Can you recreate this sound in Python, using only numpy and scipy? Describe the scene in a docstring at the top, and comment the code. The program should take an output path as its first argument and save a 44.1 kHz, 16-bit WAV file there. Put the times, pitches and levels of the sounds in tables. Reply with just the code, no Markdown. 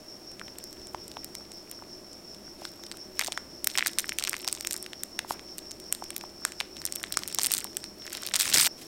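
"""Squeezing a piping bag

Whipped cream is squeezed from a plastic bag onto a tart, close to the microphone in a quiet kitchen.
Creases in the film snap as short bursts of ringing noise, and the nearly empty bag ends in a dense sputter.
Air pockets and tiny bubbles pop at the nozzle as short ringing tones; slides on the film are soft hiss.
Behind it lies faint filtered noise, and an appliance hums in sines and narrow noise bands,
with a high whine that swells five or six times a second."""
import sys
import numpy as np
from scipy import signal
from scipy.fft import rfft, irfft
from scipy.io import wavfile
from scipy.ndimage import uniform_filter1d

SR = 44100
rng = np.random.default_rng(int(sys.argv[2]) if len(sys.argv) > 2 else 0)


def dump(signal):
    """Clip the signal to [-1, 1] and save it as 16-bit WAV at the path in sys.argv[1]."""
    limited = np.clip(np.atleast_2d(signal).T, -1, 1)
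    pcm = np.round(limited * 32767).astype(np.int16)
    wavfile.write(sys.argv[1], SR, pcm)


N = 391146
TIME = np.arange(N) / SR  # seconds
AGE = TIME[:1024]  # seconds since a short sound began

# Squeezes of the hand: start_s, length_s, crumpling_at_start_db, trend_while_held_db_per_s
SQUEEZES = [(0.551, 1.27, -63, 0), (2.623, 0.34, -62, 0), (3.21, 0.041, -40, -20), (3.71, 0.41, -43, -14),
            (4.2, 0.56, -44, -12), (5.3, 0.99, -63, 3.5), (6.45, .17, -54, -19.5), (6.789, .57, -55, 11),
            (7.41, .16, -40, 0), (7.639, .2, -53, -25), (8.04, .3, -49, 18), (8.371, .15, -34, 5),
            (8.54, 0.13, -26, 0)]
GRIP_DB_PER_S, RELAX_DB_PER_S = 350, 190  # how fast the crumpling sets in and dies away
RESTING_DB = -74  # crumpling while the bag is only held
USUAL_CRUMPLE_DB = -42  # crumpling at which the usual rates and levels below apply
LOUD_FILM_DB = -44  # crumpling above which one flip of the film flutters on

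# Loudest creases snapping, before the film colours them: start_s, level_over_2_ms_db, centre_hz
CREASE_SNAPS = [(0.3958, -37.5, 4400), (0.4811, -42, 2830), (0.5852, -33.5, 8300), (0.6401, -33.5, 7200),
                (0.8706, -39, 7450), (0.9467, -39, 3400), (1.0803, -37.5, 7300), (1.1692, -38.5, 3180),
                (1.245, -30.5, 6500), (1.3516, -30.5, 6400), (1.5184, -39.5, 5860), (1.7138, -33, 7800),
                (2.652, -30, 4100), (2.8368, -37.5, 4700), (2.9152, -31.5, 5700), (3.1934, -18, 5370),
                (3.212, -24, 3050), (3.2773, -28.5, 5100), (3.3214, -25.5, 3700), (3.3758, -28.5, 2870),
                (3.6441, -20.5, 8400), (3.6719, -14.5, 8500), (3.7757, -17.5, 5000), (3.786, -20, 4300),
                (3.8618, -24, 5470), (3.8707, -18, 7890), (3.986, -16.5, 7700), (3.9968, -23.5, 5900),
                (4.093, -22.5, 4470), (4.1862, -20, 4700), (4.2387, -21, 5480), (4.2733, -23.5, 5200),
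                (4.2947, -21.5, 8100), (4.3311, -26.5, 3800), (4.4775, -19, 4630), (4.527, -21.5, 7860),
                (4.6089, -27.5, 6006), (4.6715, -21, 6900), (4.7102, -25.5, 7790), (4.7313, -24.5, 6800),
                (4.7643, -28.5, 7000), (4.827, -31, 6200), (4.8631, -33.5, 4700), (4.9325, -32.5, 3740),
                (5.0344, -24.5, 6760), (5.1909, -21.0, 4000), (5.3072, -34, 5500), (5.5828, -30, 7450),
                (5.7163, -32, 6300), (5.9255, -17.0, 8100), (5.9493, -31.5, 6100), (6.1047, -30.5, 5460),
                (6.1643, -25.0, 7200), (6.1804, -34.0, 10300), (6.2109, -35.5, 3900), (6.4509, -17.5, 5800),
                (6.603, -21.5, 3800), (6.7677, -36.5, 4100), (6.8529, -20.5, 6547), (6.9233, -25.5, 6880),
                (6.9586, -25.5, 9300), (7.0389, -26.5, 2986), (7.1237, -23.5, 7520), (7.1719, -16, 5500),
                (7.2348, -28.5, 5500), (7.2772, -26.5, 8080), (7.347, -22, 9090), (7.3866, -16, 5570),
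                (7.4175, -25.0, 6700), (7.4332, -18.5, 8090), (7.4454, -20.0, 6100), (7.4617, -17.5, 7500),
                (7.5176, -17.5, 9220), (7.5379, -16, 7700), (7.5804, -23.5, 8200), (7.6438, -27.5, 8500),
                (7.7689, -22.0, 7200), (7.8413, -30.5, 4950), (8.2339, -30.0, 4700), (8.2729, -27.5, 5200),
                (8.339, -18.5, 5000), (8.3566, -17.0, 6200), (8.3996, -17.0, 6600), (8.4093, -18.5, 5700),
                (8.5425, -9, 6300), (8.5735, -14, 6100), (8.5971, -15.0, 4640), (8.6116, -15.5, 6897)]
# Colour of the film as it gives off sound: frequency_hz, gain_db
FILM_COLOUR = [(100, -45), (600, 16.5), (1100, 9), (2100, 5), (2900, 1), (5400, 0), (6900, -1.5),
               (8700, 4.5), (9600, 0), (10600, -5.5), (13000, 3.5), (16000, 1.5)]
# Air pockets bursting out of the cream: start_s, ring_level_over_2_ms_db, starting_pitch_hz
AIR_POPS = [(0.4143, -32.5, 1440), (0.9464, -25, 870), (1.169, -31, 846), (1.8227, -38, 910),
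            (2.619, -35, 690), (2.6522, -36, 1490), (3.1954, -25, 2030), (3.2828, -28, 695),
            (3.3758, -26.5, 1780), (3.6719, -28.5, 1630), (3.754, -25, 2110), (3.7842, -25, 2180),
            (3.808, -24, 2040), (3.8255, -18, 1974), (3.8618, -23, 1670), (4.043, -29, 1771),
            (4.121, -26.5, 2160), (5.2474, -34.5, 858), (5.3079, -20, 880), (6.023, -29, 810),
            (6.2385, -33, 844), (6.4511, -20.5, 1590), (7.1715, -20, 1305), (7.3884, -27.5, 900),
            (7.6498, -36, 920), (8.5535, -28.5, 484)]
# Fingers and cream sliding on the film, low where the hand presses; level is before the swell
# and unevenness: peak_s, length_s, rms_level_db, centre_hz
FILM_RUBS = [(.9, 1.2, -62.5, 80), (2.638, 0.14, -51.5, 4500), (3.226, 0.15, -47.5, 3480),
             (5.309, 0.068, -39.5, 6900), (5.35, 0.12, -55.5, 796), (6.48, .1, -54, 3500),
             (7.215, 0.092, -49, 3000), (7.2, 1.3, -59, 90), (8.17, 0.41, -51.5, 2690),
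             (8.464, 0.31, -41, 4450), (8.556, 0.26, -46, 150), (8.842, 0.15, -48, 4750)]
BAG_END_S = 8.678  # snaps, pops and their room tail end abruptly here
ROOM_T60_S, ROOM_DB = 0.38, -18.5  # time for the tail to fall 60 dB, and its gain

# Steady tones of the appliance: pitch_hz, rms_level_db
STEADY_TONES = [(60.5, -65.5), (340, -64), (613, -64.5), (4343, -74), (4404, -75.5)]
# Its fan droning in the casing: centre_hz, width_hz, rms_level_db
FAN_DRONE = [(202.5, 13.4, -64), (337.2, 15, -66), (368.5, 8.3, -61)]
# Close tones of its whine: pitch_hz, relative_level_db
WHINE_TONES = [(5322, -5), (5381, -4), (5428, -3), (5495, -1), (5568, -4)]
# Narrow hiss around those tones: centre_hz, width_hz, relative_level_db
WHINE_HISS = [(5418, 450, 7.5)]
# Moments at which the whine peaks: time_s, swells_counted
WHINE_SWELLS = [(-.07, -1), (2.3, 12), (4.64, 25), (5.51, 30), (7.15, 39), (8.04, 44), (8.89, 49)]
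WHINE_DB, WHINE_SWELL_DB = -50, 4  # rms level before swelling; rise and fall either side of it
MAINS_HZ, BUZZ = 60, .12  # the whine buzzes with the mains; depth 0-1
# Colour of the kitchen background: frequency_hz, relative_level_db_per_hz
KITCHEN_COLOUR = [(20, -4), (40, -29), (60, -8), (85, -8.5), (150, -6.5), (210, -4), (350, 0.5),
                  (460, -6.5), (640, -7), (900, -13.5), (1600, -18.5), (4000, -23.5), (8000, -24),
                  (16000, -29)]
KITCHEN_DB = -50.5  # rms level
TOP_HZ = 16000  # the recorder cuts what lies above


def crumpling():
    """Each squeeze sets in quickly, tightens, eases or stays level while held, then relaxes."""
    db = np.full(N, float(RESTING_DB))
    for start, length, start_db, trend in SQUEEZES:
        held = np.clip(TIME - start, 0, length)
        early = np.maximum(start - TIME, 0)
        late = np.maximum(TIME - start - length, 0)
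        squeeze_db = start_db + trend * held - GRIP_DB_PER_S * early - RELAX_DB_PER_S * late
        db = np.maximum(db, squeeze_db)
    return db


def slips(per_s):
    """Samples at which the film gives way: strain builds up and lets go at uneven steps."""
    strain = np.cumsum(per_s) / SR
    thresholds = np.cumsum(rng.gamma(2, .5, size=3000))
    return np.searchsorted(strain, thresholds[thresholds < strain[-1]])


def snap(hz, chance, crumple_db, crack_s=0.0002, flutter_s=0.0017, flutter_db=-16,
         spread=0.84, second_s=.0009, second_db=-10, skirt=0.15):
    """A crease flips: a crack, a second as its neighbour gives way, and a flutter damped by the cream."""
    lag = second_s * abs(chance[0])
    second_size = undb(second_db + 2.8 * chance[1])
    grit = chance[2:]  # noise that makes up the burst
    first = np.exp(-AGE / crack_s)
    second = second_size * (AGE > lag) * np.exp(-abs(AGE - lag) / crack_s)
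    extra_db = np.clip(crumple_db - LOUD_FILM_DB, 0, 10)  # tightly crushed film flutters more
    flutter = undb(flutter_db + extra_db) * np.exp(-AGE / flutter_s)
    force = grit * (first + second + flutter)
    ring = resonate(resonate(force, hz, spread * hz), hz, 2 * spread * hz)
    # A facet gives off little sound far below its note
    ratio = (np.fft.rfftfreq(len(AGE), 1 / SR) / (skirt * hz)) * 1j
    return irfft(rfft(ring) * ratio ** 2 / (1 + ratio + ratio ** 2))


def snaps(crumple_db):
    """The distinct snaps of the film, each with its own centre pitch and level."""
    out = np.zeros(N)
    chances = rng.standard_normal((len(CREASE_SNAPS), len(AGE) + 2))
    for (s, db, hz), chance in zip(CREASE_SNAPS, chances):
        add(out, s, burst_level(snap(hz, chance, crumple_db[int(s * SR)]), db))
    return out


def neighbours(crumple_db, even_db=-48, odds_db=7, first_s=.004, wait_s=.005, weaker_db=-6,
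               scatter_db=2, octaves=0.23):
    """In taut film a loud snap often trips the next crease a few milliseconds later."""
    out = np.zeros(N)
    chances = rng.standard_normal((len(CREASE_SNAPS), len(AGE) + 6))
    for (s, db, hz), chance in zip(CREASE_SNAPS, chances):
        luck, wait, size, facet = chance[:4]
        taut_db = crumple_db[int(s * SR)]
        if taut_db + odds_db * luck > even_db:  # even odds at even_db
            grain = snap(hz * 2 ** (octaves * facet), chance[4:], taut_db)
            grain = burst_level(grain, db + weaker_db + scatter_db * size)
            add(out, s + first_s + wait_s * abs(wait), grain)
    return out


def small_snaps(crumple_db, usual_per_s=24, rate_slope=.75, snap_db=-28.5, level_slope=0.48,
                scatter_db=1.5, centre_hz=5500, octaves=0.36):
    """Lesser creases flip at random, more often and more loudly under a harder squeeze."""
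    effort_db = crumple_db - USUAL_CRUMPLE_DB
    starts = slips(usual_per_s * undb(rate_slope * effort_db))
    out = np.zeros(N)
    for i, chance in zip(starts, rng.standard_normal((len(starts), len(AGE) + 4))):
        size, facet = np.clip(chance[:2], -1.5, 1.5)
        grain = snap(centre_hz * 2 ** (octaves * facet), chance[2:], crumple_db[i])
        grain_db = snap_db + level_slope * effort_db[i] + scatter_db * size
        add(out, i / SR, burst_level(grain, grain_db))
    return out


def crinkle(crumple_db, usual_per_s=140, rate_slope=.52, scatter_db=4, centre_hz=5400,
            octaves=0.68, low_hz=1200, gain_db=-3):
    """Many tiny snaps, denser and louder the harder the crumpling."""
    per_s = usual_per_s * undb(rate_slope * (crumple_db - USUAL_CRUMPLE_DB))
    starts = slips(per_s)
    size_db = crumple_db - 10 * np.log10(per_s * .002)  # share the energy among the snaps
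    out = np.zeros(N)
    for i, chance in zip(starts, rng.standard_normal((len(starts), len(AGE) + 4))):
        size, facet = np.clip(chance[:2], -1.2, 1.6)
        grain = snap(centre_hz * 2 ** (octaves * facet), chance[2:], crumple_db[i])
        add(out, i / SR, burst_level(grain, size_db[i] + scatter_db * size + gain_db))
    return highpass(out, low_hz)


def pops(cycles=5.0, glide=0.016, thud_db=-13, thud_hz=340, thud_s=0.002, large_hz=1450):
    """Air pockets ring for a few cycles, rising a little as they open; large ones thud into the cream."""
    out = np.zeros(N)
    thud = np.sin(2 * np.pi * thud_hz * AGE) * np.exp(-AGE / thud_s)
    for s, db, hz in AIR_POPS:
        life = AGE * hz / cycles  # reaches 1 when the ring has faded by 60 dB
        phase = 2 * np.pi * np.cumsum(hz * (1 + glide * np.minimum(life, 1))) / SR
        onset = 1 - np.exp(-AGE * hz * 2)
        ring = highpass(np.sin(phase) * np.exp(-np.log(1000) * life) * onset, .7 * hz)
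        pop = burst_level(ring, db)
        if hz < large_hz:  # large pockets sound low
            pop = pop + burst_level(thud, db + thud_db)
        add(out, s, pop)
    return out


def bubbles(crumple_db, usual_per_s=22, rate_slope=.55, bubble_db=-41, level_slope=0.32,
            scatter_db=3, centre_hz=1500, octaves=.5, cycles=7):
    """Tiny bubbles burst at the nozzle, more often and more loudly under a harder squeeze."""
    effort_db = crumple_db - USUAL_CRUMPLE_DB
    starts = slips(usual_per_s * undb(rate_slope * effort_db))
    out = np.zeros(N)
    for i, (size, pitch) in zip(starts, np.clip(rng.standard_normal((len(starts), 2)), -2, 2)):
        turns = AGE * centre_hz * 2 ** (octaves * pitch)
        fade = np.exp(-np.log(1000) * turns / cycles)
        ring = np.sin(2 * np.pi * turns) * fade * (1 - np.exp(-2 * turns))
        ring_db = bubble_db + level_slope * effort_db[i] + scatter_db * size
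        add(out, i / SR, burst_level(ring, ring_db))
    return out


def rubs(spread=1.53, patchy_db=4.5):
    """Each slide is a soft, uneven hiss that swells and dies away."""
    out = np.zeros(N)
    grip = undb(patchy_db * walk(120))
    for s, length, db, hz in FILM_RUBS:
        swell = np.cos(np.pi * np.clip((TIME - s) / length, -.5, .5))
        out += swell * level(resonate(rng.standard_normal(N), hz, spread * hz), db)
    return out * grip


def room(x, first_s=0.0089, centre_hz=2200, width_hz=9000):
    """Worktop and walls return a faint, slightly duller tail of fading noise."""
    t = TIME[:SR // 2]
    tail = rng.standard_normal(len(t)) * undb(-60 * t / ROOM_T60_S) * (t > first_s)
    tail = resonate(tail / np.sqrt(np.sum(tail ** 2)), centre_hz, width_hz)
    return undb(ROOM_DB) * signal.fftconvolve(x, tail)[:N]


def appliance(flutter_db=0.8):
    """Steady tones, a low drone, and a whine that buzzes with the mains as it swells and sinks."""
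    swell = np.cos(2 * np.pi * curve(WHINE_SWELLS))
    swell_db = WHINE_SWELL_DB * swell + flutter_db * walk(40)
    buzz = 1 + BUZZ * np.cos(2 * np.pi * MAINS_HZ * TIME)
    whine = (tones(WHINE_TONES, drift=1.03) + lines(WHINE_HISS)) * buzz
    return tones(STEADY_TONES) + lines(FAN_DRONE) + level(whine, WHINE_DB) * undb(swell_db)


def kitchen_air():
    """The quiet kitchen is steady noise, strongest in its low notes."""
    return level(colour(rng.standard_normal(N), KITCHEN_COLOUR), KITCHEN_DB)


def tones(rows, drift=0.59, waver_db=1.9):
    """Steady sines from pitch and level rows, wandering slightly in phase (radians) and level."""
    out = np.zeros(N)
    for hz, db in rows:
        sine = np.sin(2 * np.pi * hz * TIME + drift * walk(4))
        out += level(sine * undb(waver_db * walk(5)), db)
    return out


def lines(rows):
    """Narrow bands of noise from centre, width and level rows, filtered twice for steep sides."""
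    out = np.zeros(N)
    for hz, width, db in rows:
        band = resonate(resonate(rng.standard_normal(N), hz, width), hz, width)
        out += level(band, db)
    return out


def walk(rate):
    """Random levels held 1 / rate seconds and smoothed twice; rms of 1."""
    hold = int(SR / rate)
    steps = np.repeat(rng.standard_normal(N // hold + 1), hold)
    return level(uniform_filter1d(uniform_filter1d(steps, hold), hold)[:N], 0)


def curve(rows):
    """Join time and value rows by straight lines."""
    return np.interp(TIME, *np.transpose(rows))


def resonate(x, hz, width_hz):
    """A two-pole band-pass favours one pitch, with a gain of 1 at the centre."""
    centre = min(hz, .45 * SR)
    return signal.lfilter(*signal.iirpeak(centre, hz / min(width_hz, .35 * SR), fs=SR), x)


def colour(x, points):
    """Filter through frequency and gain points, without ringing ahead of the sound."""
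    hz, db = np.transpose(points)
    grid = np.linspace(1, SR / 2, 4097)
    cepstrum = irfft(np.log(undb(np.interp(np.log(grid), np.log(hz), db))))
    # Folding the cepstrum (transform of the log gain) puts the response after time zero
    half = len(cepstrum) // 2
    folded = np.r_[cepstrum[0], 2 * cepstrum[1:half], np.zeros(half)]
    return signal.fftconvolve(x, irfft(np.exp(rfft(folded))))[:len(x)]


def highpass(x, hz):
    """Second-order low cut."""
    return signal.sosfilt(signal.butter(2, hz, "high", fs=SR, output="sos"), x)


def undb(db):
    """Decibels to gain."""
    return 10 ** (np.asarray(db) / 20)


def level(x, db):
    """Set the rms level."""
    return x * undb(db) / np.sqrt(np.mean(x ** 2))


def burst_level(x, db):
    """Set the level of a short sound, its energy spread over 2 ms."""
    return x * undb(db) / np.sqrt(np.sum(x ** 2) / (.002 * SR))


def add(track, s, sound):
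    """Mix a short sound in at a time in seconds."""
    start = int(np.clip(s * SR, 0, N - len(sound)))
    track[start:start + len(sound)] += sound


def scene():
    """Bag and cream in front of the kitchen background, the same in both channels."""
    crumple_db = crumpling()
    film = snaps(crumple_db) + neighbours(crumple_db) + small_snaps(crumple_db) + crinkle(crumple_db)
    bag = colour(film, FILM_COLOUR) + pops() + bubbles(crumple_db)
    bag = (bag + room(bag)) * (TIME < BAG_END_S)  # snaps, pops and their room tail end at once
    mono = bag + rubs() + kitchen_air() + appliance()
    return np.array([mono, mono])


def record(dry):
    """The recorder rounds the tallest peaks and cuts the top."""
    rounded = .85 * np.tanh(dry / .85)
    return signal.sosfilt(signal.ellip(10, .2, 90, TOP_HZ, fs=SR, output="sos"), rounded)


dry = scene()
out = record(dry)
dump(out)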